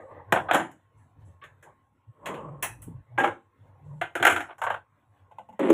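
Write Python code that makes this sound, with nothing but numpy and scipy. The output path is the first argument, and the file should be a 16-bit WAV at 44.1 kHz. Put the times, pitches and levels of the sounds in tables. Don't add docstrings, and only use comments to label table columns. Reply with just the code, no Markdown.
import sys
import numpy as np
from scipy import signal
from scipy.fft import rfft, irfft
from scipy.io import wavfile
from scipy.ndimage import uniform_filter1d

SR = 44100
rng = np.random.default_rng(int(sys.argv[2]) if len(sys.argv) > 2 else 0)


def wav_record(signal):
    frames = np.transpose(np.atleast_2d(signal))
    bounded = np.clip(frames, -1, 1)
    quanta = np.round(bounded * 32767).astype(np.int16)
    wavfile.write(sys.argv[1], SR, quanta)


N = 252693

# f/Hz, level/dB
TICK_COLOUR = [(2710, -49), (4600, -17), (4670, -22), (5020, -11.5), (6110, -9), (6700, -0.5), (7090, 0),
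               (8730, -5.5), (9230, -13), (10500, -0.5), (11500, -10), (12600, -6.5), (13800, -8.5),
               (14900, -10.5), (15500, -13)]
# f/Hz, level/dB
HIGH_HISS_COLOUR = [(6000, -11), (7300, -5.5), (7800, 2), (8500, -7), (9300, -24), (10000, -1.5),
                    (10500, -4.5), (11200, -19.5)]
# t/s of top speed, half length/s, rumble level/dB, swish level/dB
ARM_MOVES = [(0.016, 0.031, -65, -41.5), (0.158, 0.05, -53, -41.5), (0.445, 0.11, -47.5, -43.5),
             (1, 0.089, -58.5, -75), (1.24, 0.051, -44.5, -65), (1.5, 0.18, -62, -71.5),
             (1.689, 0.024, -75, -48.5), (2.846, 0.042, -54, -75), (2.925, 0.054, -58, -61.5),
             (3.243, 0.07, -54, -51.5), (3.685, 0.052, -51.5, -64.5), (3.931, 0.098, -49, -58.5),
             (4.36, 0.067, -49, -58), (4.696, 0.062, -51, -50.5), (5.246, 0.094, -66, -66.5)]


def gain_of(db):
    return 10 ** (np.asarray(db) / 20)


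def unit_rms(x):
    return x / np.sqrt(np.mean(x ** 2) + 1e-20)


def unit_onset(x, size=1100):
    return x / np.sqrt(np.mean(x[:size] ** 2) + 1e-20)


def curve_at(points, hz):
    f, value = np.transpose(points)
    return np.interp(np.log(hz + 1), np.log(f + 1), value)


def add(mix, s, sound):
    part = mix[max(round(s * SR), 0):][:len(sound)]
    part += sound[:len(part)]


def coloured(x, spectrum, size=4096):
    hz = abs(np.fft.fftfreq(size, 1 / SR)) + 1
    octaves_outside = abs(np.log2(hz / np.clip(hz, spectrum[0][0], spectrum[-1][0])))
    log_gain = np.log(gain_of(np.maximum(curve_at(spectrum, hz) - 60 * octaves_outside, -100)))
    taps = np.fft.ifft(np.exp(np.conj(signal.hilbert(log_gain)))).real
    return signal.fftconvolve(x, taps[:size // 2])[:len(x)]


def drift(rate_hz):
    slow = np.fft.rfftfreq(N, 1 / SR) < rate_hz
    return unit_rms(irfft(rfft(rng.standard_normal(N)) * slow, N))


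def surge(crest_s, attack_s, release_s):
    t = np.arange(N) / SR - crest_s
    return np.exp(np.minimum(t / attack_s, -t / release_s))


def strokes(rows, attack_s=0.004, release_s=0.01):
    t = np.arange(N) / SR
    return sum(gain_of(db) * np.clip((t - s) / attack_s, 0, 1)
               * np.exp(-np.maximum(t - s - length, 0) / release_s) for s, length, db in rows)


def swell(s, half_length_s):
    return np.exp(-((np.arange(N) / SR - s) / half_length_s) ** 2 / 2)


def hiss(spectrum, grain_db, rate_hz, patchy_db):
    fluttering = rng.standard_normal(N) * gain_of(grain_db * drift(rate_hz))
    bands = signal.stft(fluttering, nperseg=1024, noverlap=768)[2]
    patches = uniform_filter1d(rng.standard_normal(bands.shape), size=4, axis=0)
    patches = unit_rms(uniform_filter1d(patches, size=14, axis=1))
    noise = signal.istft(bands * gain_of(patchy_db * patches), nperseg=1024, noverlap=768)[1][:N]
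    return unit_rms(coloured(noise, spectrum))


def squeal(skids, pitch_hz, waver):
    hz = pitch_hz * (1 + waver * drift(rate_hz=58))
    return np.sqrt(2) * strokes(skids) * np.sin(2 * np.pi * np.cumsum(hz) / SR)


def crack_and_tail(t, crack_db, damping, crack_s, late_db=-38, late_t60=0.31):
    # f/Hz, t60/s
    ring_time = [(150, 0.32), (500, 0.21), (1400, 0.22), (3500, .18), (9000, 0.23), (15000, 0.11)]
    hz, s, bands = signal.stft(rng.standard_normal(len(t)), SR, nperseg=256)
    uneven = np.exp(.17 * rng.standard_normal((len(hz), 1)))
    ringing = gain_of(-60 * s * damping * uneven / curve_at(ring_time, hz)[:, None])
    reflections = gain_of(late_db - 60 * s / late_t60)
    tail = signal.istft(bands * (ringing + reflections) / uneven, SR, nperseg=256)[1][:len(t)]
    crack = rng.choice([-1., 1.], len(t)) * np.exp(-(t / crack_s) ** 3)
    crack[0] = 8
    return unit_rms(tail) + gain_of(crack_db) * unit_rms(crack)


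def ring(t, modes, spot_db=1.0):
    hz, db, t60 = np.transpose(modes)[:, :, None]
    share = gain_of(db + spot_db * rng.standard_normal(hz.shape)) * rng.choice([-1, 1], hz.shape)
    return (share * gain_of(-60 * t / t60) * np.sin(2 * np.pi * hz * t)).sum(0)


def struck(blows, modes, wash, tick_spectrum, level_db, modes_db, damping,
           rise_s=.0001, dulling=0.12, crack_s=0.003):
    t, out = np.arange(SR // 2) / SR, np.zeros(N)
    split_hz, hard_tick_db = 470, -18
    lows = signal.butter(4, [85, split_hz], "band", fs=SR, output="sos")
    highs = signal.butter(4, split_hz, "high", fs=SR, output="sos")
    rise = 1 - np.exp(-(t + 1 / SR) / rise_s)
    for s, db, thud_db, tick_db, crack_db in blows:
        dense = unit_onset(coloured(rise * crack_and_tail(t, crack_db, damping, crack_s), wash))
        ring_share = 1 / np.hypot(1, gain_of(crack_db))
        resonance = dense + ring_share * gain_of(modes_db) * unit_onset(rise * ring(t, modes))
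        thud = gain_of(thud_db) * unit_onset(signal.sosfilt(lows, resonance))
        body = unit_onset(signal.sosfilt(highs, resonance))
        tilt_db = dulling * min(tick_db - hard_tick_db, 0)
        colour = [(hz, level + tilt_db * np.log2(hz / tick_spectrum[0][0])) for hz, level in tick_spectrum]
        contact = rise * crack_and_tail(t, crack_db, damping, crack_s)
        tick = gain_of(tick_db) * unit_onset(coloured(contact, colour))
        add(out, s, gain_of(db + level_db) * (body + thud + tick))
    return out


def room_tone(whine_hz=1075, whine_db=-75):
    # f/Hz, level/dB
    air_colour = [(30, -36), (100, -12.5), (180, -23.5), (260, -16.5), (400, -23), (850, -21.5),
                  (1070, -18.5), (1250, -25), (2000, -28.5), (2600, -35.5), (3700, -41), (4400, -51),
                  (16000, -51.5)]
    air = gain_of(-70.5) * hiss(air_colour, grain_db=1.7, rate_hz=6.1, patchy_db=4.5)
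    hz = whine_hz * (1 + 0.0055 * drift(rate_hz=30))
    whine = gain_of(whine_db + 3.4 * drift(rate_hz=4.4)) * np.sin(2 * np.pi * np.cumsum(hz) / SR)
    return air + whine


def rumble(still_db=-75):
    # f/Hz, level/dB
    rumble_colour = [(25, -25.5), (48, -17), (62, -9), (76, -17), (100, 9), (122, -8.5), (145, -2.5),
                     (185, -23), (300, -21)]
    # t/s of the crest, level/dB, f/Hz, half length/s
    low_puffs = [(2.096, -41.5, 110.5, 0.012), (2.516, -38.5, 149, 0.055), (2.9, -49, 173.7, 0.012),
                 (2.97, -41.5, 126, 0.021), (3.164, -39.5, 129.6, 0.036), (3.934, -38.5, 140, 0.06)]
    wavering_t = np.cumsum(1 + 0.069 * drift(rate_hz=43)) / SR
    puffs = sum(gain_of(db) * swell(s, length) * np.sin(2 * np.pi * hz * wavering_t)
                for s, db, hz, length in low_puffs)
    motion = gain_of(still_db) + sum(gain_of(db) * swell(s, length) for s, length, db, _ in ARM_MOVES)
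    return puffs + motion * hiss(rumble_colour, grain_db=3.0, rate_hz=14, patchy_db=-1.5)


def handling():
    # f/Hz, level/dB
    swish_colour = [(200, -13.5), (380, -3.5), (540, 3.5), (720, -6), (850, 1), (1080, -1.5), (1300, -19),
                    (1650, -15.5), (2000, -15), (2300, -31.5), (3800, -43.5), (5000, -58)]
    # t/s, length/s, level/dB
    finger_rubs = [(0.0, 0.025, -78.5), (0.97, 0.067, -80.5), (1.245, 0.036, -77.5), (3.84, 0.18, -85)]
    motion = sum(gain_of(db) * swell(s, length) for s, length, _, db in ARM_MOVES)
    swish = gain_of(-2) * motion * hiss(swish_colour, grain_db=1.5, rate_hz=46, patchy_db=3.5)
    rubbing = gain_of(-95) + strokes(finger_rubs, attack_s=0.013, release_s=0.04)
    return swish + rubbing * hiss(HIGH_HISS_COLOUR, grain_db=2.5, rate_hz=8.3, patchy_db=4.0)


def knob_and_lighter(spring_db=-48, spring_release_s=0.027):
    # t/s, level/dB, thud/dB, tick/dB, crack/dB
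    knob_clicks = [(2.2575, -24.5, -18, -12.5, -13), (2.34, -35, -3.5, -18, -20)]
    lighter_clicks = [(2.625, -20.5, -17.5, -0.5, -23), (2.819, -51, -17, 4.5, -24)]
    # f/Hz, level/dB, t60/s
    modes = [(690, -2.5, 0.2), (1033, 1.5, 0.15), (1960, 0, 0.14), (2580, -6, 0.18), (3200, -9, 0.2)]
    # f/Hz, level/dB
    wash = [(88, -44), (150, -12.5), (218, -17), (757, -1.5), (1420, -0.5), (1890, -1), (3170, -4),
            (4600, -22.5), (5980, -53)]
    spark_colour = [(2710, -47), (4600, -29), (5900, -15.5), (7830, -11.5), (9300, -13.5), (10700, -6.5),
                    (11300, -20), (12600, -12.5), (14300, -21.5), (15000, -6)]
    spring_colour = [(7400, -15), (8400, 3), (9300, -24), (10000, 6), (11000, -13), (13000, -7),
                     (15300, -12)]
    lighter = struck(lighter_clicks, modes, wash, spark_colour,
                     level_db=-10, modes_db=-11.5, damping=1.076, rise_s=0.00098)
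    knob = struck(knob_clicks, modes, wash, TICK_COLOUR,
                  level_db=-11.5, modes_db=-8, damping=1.0, rise_s=0.001)
    t = np.arange(SR // 2) / SR
    rattle = unit_rms(coloured(rng.standard_normal(len(t)), spring_colour))
    add(lighter, lighter_clicks[-1][0], gain_of(spring_db) * rattle * np.exp(-t / spring_release_s))
    return knob + lighter


def burner(open_s=2.299, opening_s=0.034, spread_s=2.885, alight_s=3):
    # f/Hz, level/dB
    gas_colour = [(88, -39.5), (150, -9.5), (237, -9.5), (588, -5.5), (711, -16.5), (1100, -6),
                  (1520, -28.5), (3250, -45), (4660, -84.5), (7920, -46), (14000, -89.5)]
    flutter_colour = [(25, -23.5), (45, -8.5), (62, 0.5), (80, -10.5), (105, 4), (145, -3), (190, -31.5),
                      (300, -15.5)]
    whump_colour = [(140, 5.5), (200, 2), (320, -2.5), (450, -14)]
    rush = gain_of(-33.5) * surge(open_s, opening_s, release_s=0.13)
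    gas = rush * hiss(gas_colour, grain_db=1.0, rate_hz=41, patchy_db=1.44)
    valve_open = np.clip((np.arange(N) / SR - open_s) / opening_s + 3, 0, 1)
    build = gain_of(-48) * valve_open * surge(alight_s, attack_s=0.51, release_s=0.023)
    flutter = build * hiss(flutter_colour, grain_db=2.5, rate_hz=23, patchy_db=1.0)
    flare = gain_of(-39) * surge(spread_s, attack_s=0.0163, release_s=0.024)
    whump = flare * hiss(whump_colour, grain_db=3.0, rate_hz=52, patchy_db=5.0)
    return gas + flutter + whump


def board(start_s=5.591, slips_per_s=3000, judder_db=-24, grit_db=-62, low_cut_hz=170):
    # t/s, level/dB, thud/dB, tick/dB, crack/dB
    tap_blows = [(5.312, -41.5, -37.5, -30.5, -9), (5.384, -29, -25, -32.5, 2.5),
                 (5.488, -37.5, -8, -30, -17), (5.526, -42.5, -4, -25.5, -16)]
    bump_blows = [(5.593, -19, -12, -28, 2), (5.69, -20, -22, -58, -4), (5.701, -12.5, 9.5, -22.5, 5.5)]
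    # f/Hz, level/dB, t60/s
    tap_modes = [(523, -8.5, 0.33), (695, -1, 0.21), (867, 17, 0.078), (930, -12.5, 0.1)]
    board_modes = [(267, -12, 0.057), (328.3, 7.5, 0.12), (394, -15, 0.033), (429.5, 0, 0.13),
                   (545, -1.5, 0.16)]
    # f/Hz, level/dB
    tap_wash = [(200, -2), (400, -26.5), (540, -14.5), (900, 1), (1250, -30), (1550, -14), (1750, -56),
                (2020, -18), (2300, -30), (2850, -21.5), (4000, -44)]
    board_wash = [(76, -11), (130, -22), (333, -5), (435, -11.5), (483, -17.5), (1130, -23), (1350, -28.5),
                  (2060, -31), (3410, -40.5), (4600, -63.5)]
    taps = struck(tap_blows, tap_modes, tap_wash, TICK_COLOUR,
                  level_db=-12, modes_db=2, damping=1.7, rise_s=0.0011)
    shove = struck(bump_blows, board_modes, board_wash, TICK_COLOUR,
                   level_db=-10.5, modes_db=12, damping=2.6, rise_s=0.00051, crack_s=0.009)
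    t = np.arange(N - round(start_s * SR)) / SR
    slips = (rng.random(len(t)) < slips_per_s / SR) * rng.uniform(-0.59, 1, len(t))
    ringing = unit_rms(signal.fftconvolve(slips, ring(t, board_modes))[:len(t)])
    judder = unit_rms(unit_rms(coloured(slips, board_wash)) + 0.5 * ringing)
    grit = unit_rms(coloured(rng.standard_normal(len(t)) * rng.exponential(1, len(t)), HIGH_HISS_COLOUR))
    add(shove, start_s, gain_of(judder_db) * judder + gain_of(grit_db) * grit)
    return taps + signal.sosfilt(signal.butter(6, low_cut_hz, "high", fs=SR, output="sos"), shove)


def basin():
    # t/s, level/dB, thud/dB, tick/dB, crack/dB
    landing_blows = [(0.323, -7, -12, -20.5, 2.5), (0.359, -19, -15.5, -33, -4.5),
                     (0.511, -9, -25.5, -29, 0.5), (0.534, -13.5, -17.5, -18.5, -2),
                     (0.545, -8, -13, -18.5, -3.5), (0.597, -19.5, -11, -35, -12),
                     (0.714, -49.5, -20, -7, -2)]
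    drag_blows = [(4.581, -42.5, -30, -14, -24), (4.616, -21, -41, -26, -4),
                  (4.635, -21.5, -40, -23.5, -28), (4.665, -19.5, -28, -41, -10),
                  (4.701, -18.5, -26, -32.5, -1.5), (4.741, -27.5, -24, -32.5, 1.5)]
    # f/Hz, level/dB, t60/s
    modes = [(165, 2, .2), (207, 4, .2), (335, -1, .18), (556, -1, .24), (705, -1, .17), (861, -1, .18),
             (990, -1, .2), (1250, -3, .18), (1543, 0, .22), (1830, -5, .2)]
    # f/Hz, level/dB
    landing_wash = [(90, -14.5), (170, 0), (240, -4), (335, 2.5), (400, -9.5), (560, -6.5), (740, 0),
                    (1000, -6), (1300, -9), (1560, -5.5), (1750, -9), (2200, -15), (3300, -19.5),
                    (4400, -38.5)]
    drag_wash = [(88, -59), (150, -40), (370, -31), (602, -13.5), (886, -7.5), (1300, -17), (1570, -9.5),
                 (1710, -22), (3170, -30), (4600, -56), (5980, -76)]
    slide_colour = [(300, -14.5), (570, -8), (720, -1.5), (920, 0), (1200, -10.5), (1550, -2.5),
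                    (1900, -15), (3300, -21.5), (4400, -43.5)]
    # t/s, length/s, level/dB
    foot_slides = [(0.352, 0.026, -25.5), (0.378, 0.026, -35), (0.482, 0.037, -31.5), (4.484, 0.044, -42.5)]
    foot_squeaks = [(0.489, 0.012, -32)]
    landing = struck(landing_blows, modes, landing_wash, TICK_COLOUR,
                     level_db=-11, modes_db=-5, damping=1.047, crack_s=0.008)
    friction = hiss(slide_colour, grain_db=2.5, rate_hz=89, patchy_db=2.0)
    slides = strokes(foot_slides, attack_s=0.009, release_s=0.011) * friction
    squeak = squeal(foot_squeaks, pitch_hz=1250, waver=0.022)
    drag = struck(drag_blows, modes, drag_wash, TICK_COLOUR,
                  level_db=-7.5, modes_db=-16.5, damping=1.52, rise_s=0.0011, crack_s=0.006)
    return landing + slides + squeak + drag


def pan():
    # t/s, level/dB, thud/dB, tick/dB, crack/dB
    lifting_blows = [(1.437, -35.5, -16.5, -20.5, 4), (1.625, -44, -6, -8, -7)]
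    seating_blows = [(3.178, -14, -21.5, -38, -9), (3.186, -15.5, -15.5, -22, -13),
                     (3.201, -14.5, -6, -27.5, -5.5), (3.236, -10.5, -17, -33.5, -19),
                     (3.243, -10, -14.5, -31, -3.5), (3.276, -22.5, -30, -26.5, 7.5)]
    # f/Hz, level/dB, t60/s
    modes = [(349, -4, .28), (463, -3, .22), (557, 0, .2), (610, -5, .2), (792, 3, .24), (850, -4, .24),
             (1034, -8, .24), (1340, -5, .22), (1625, -4, .2), (2240, -10, .18), (2700, -36, .45),
             (3138, -26, .34), (3820, -35, .36)]
    # f/Hz, level/dB
    grate_wash = [(200, -26), (620, -5), (780, -23), (1070, 3), (1380, -2.5), (1550, 6.5), (2200, -4.5),
                  (3470, -10), (4300, -28)]
    pan_wash = [(47, -62), (80, -20), (316, -2), (344, 0.5), (429, -16), (543, -1.5), (713, -14), (789, 1),
                (935, -9.5), (1660, -10), (2040, -15), (3170, -23), (4600, -51.5)]
    # t/s, length/s, level/dB
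    scrapes = [(1.414, 0.029, -46.5)]
    skids = [(3.180, 0.034, -23.5), (3.266, .01, -39)]
    scrape = strokes(scrapes) * hiss(grate_wash, grain_db=1, rate_hz=210, patchy_db=6.5)
    clinks = struck(lifting_blows, modes, grate_wash, TICK_COLOUR,
                    level_db=-12.5, modes_db=-15, damping=1.28, rise_s=0.0033)
    knocks = struck(seating_blows, modes, pan_wash, TICK_COLOUR,
                    level_db=-12.5, modes_db=-3.5, damping=1.14, dulling=0.3)
    return scrape + clinks + knocks + squeal(skids, pitch_hz=1618, waver=0.0036)


def utensil():
    # t/s, level/dB, thud/dB, tick/dB, crack/dB
    bounces = [(4.013, -15, -32.5, -28, 0.5), (4.152, -17.5, -10.5, -19, -4),
               (4.198, -25.5, 1.5, -27, -15.5), (4.2255, -9.5, -26.5, -20, 2.5), (4.25, -4, -31.5, -18, 7),
               (4.265, -6, -38, -19, 3.5), (4.271, -6.5, -25, -16.5, 2.5), (4.277, -9, -27, -25, 5.5),
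               (4.298, -12.5, -12.5, -16, -11), (4.323, -19.5, -8, -15, -4), (4.361, -14.5, -32, -22, -1.5),
               (4.404, -23, -17, -20, -1)]
    # f/Hz, level/dB, t60/s
    modes = [(345, -4, .3), (695, -2, .24), (978, -3, .17), (1181, -6, .2), (1373, -3, .22), (1413, -3, .2),
             (1483, 0, .15), (1557, 3, .2), (1705, -6, .18), (2107, -4, .22), (2430, -13, .18),
             (2998, -16, .22)]
    # f/Hz, level/dB
    wash = [(47, -42.5), (80, -10.5), (184, -21), (338, 0), (407, -12.5), (622, -9.5), (701, 0),
            (1030, -15), (1530, 0), (1780, -9.5), (2770, -15), (3170, -15.5), (4600, -41), (5980, -60.5)]
    return struck(bounces, modes, wash, TICK_COLOUR,
                  level_db=-11.5, modes_db=-3.5, damping=1.17, rise_s=0.001, crack_s=0.0064)


def scene():
    action = basin() + pan() + knob_and_lighter() + burner() + utensil() + board()
    return (action + rumble() + handling() + room_tone())[None]


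def record(dry, notch_hz=4850, notch_q=6, ceiling=0.9, high_cut_hz=15500):
    notched = signal.lfilter(*signal.iirnotch(notch_hz, notch_q, fs=SR), dry)
    rounded = notched / (1 + (notched / ceiling) ** 6) ** (1 / 6)
    high_cut = signal.firwin(511, high_cut_hz, window=("kaiser", 8), fs=SR)
    return signal.oaconvolve(rounded, high_cut[None], "same")


dry = scene()
out = record(dry)
wav_record(out)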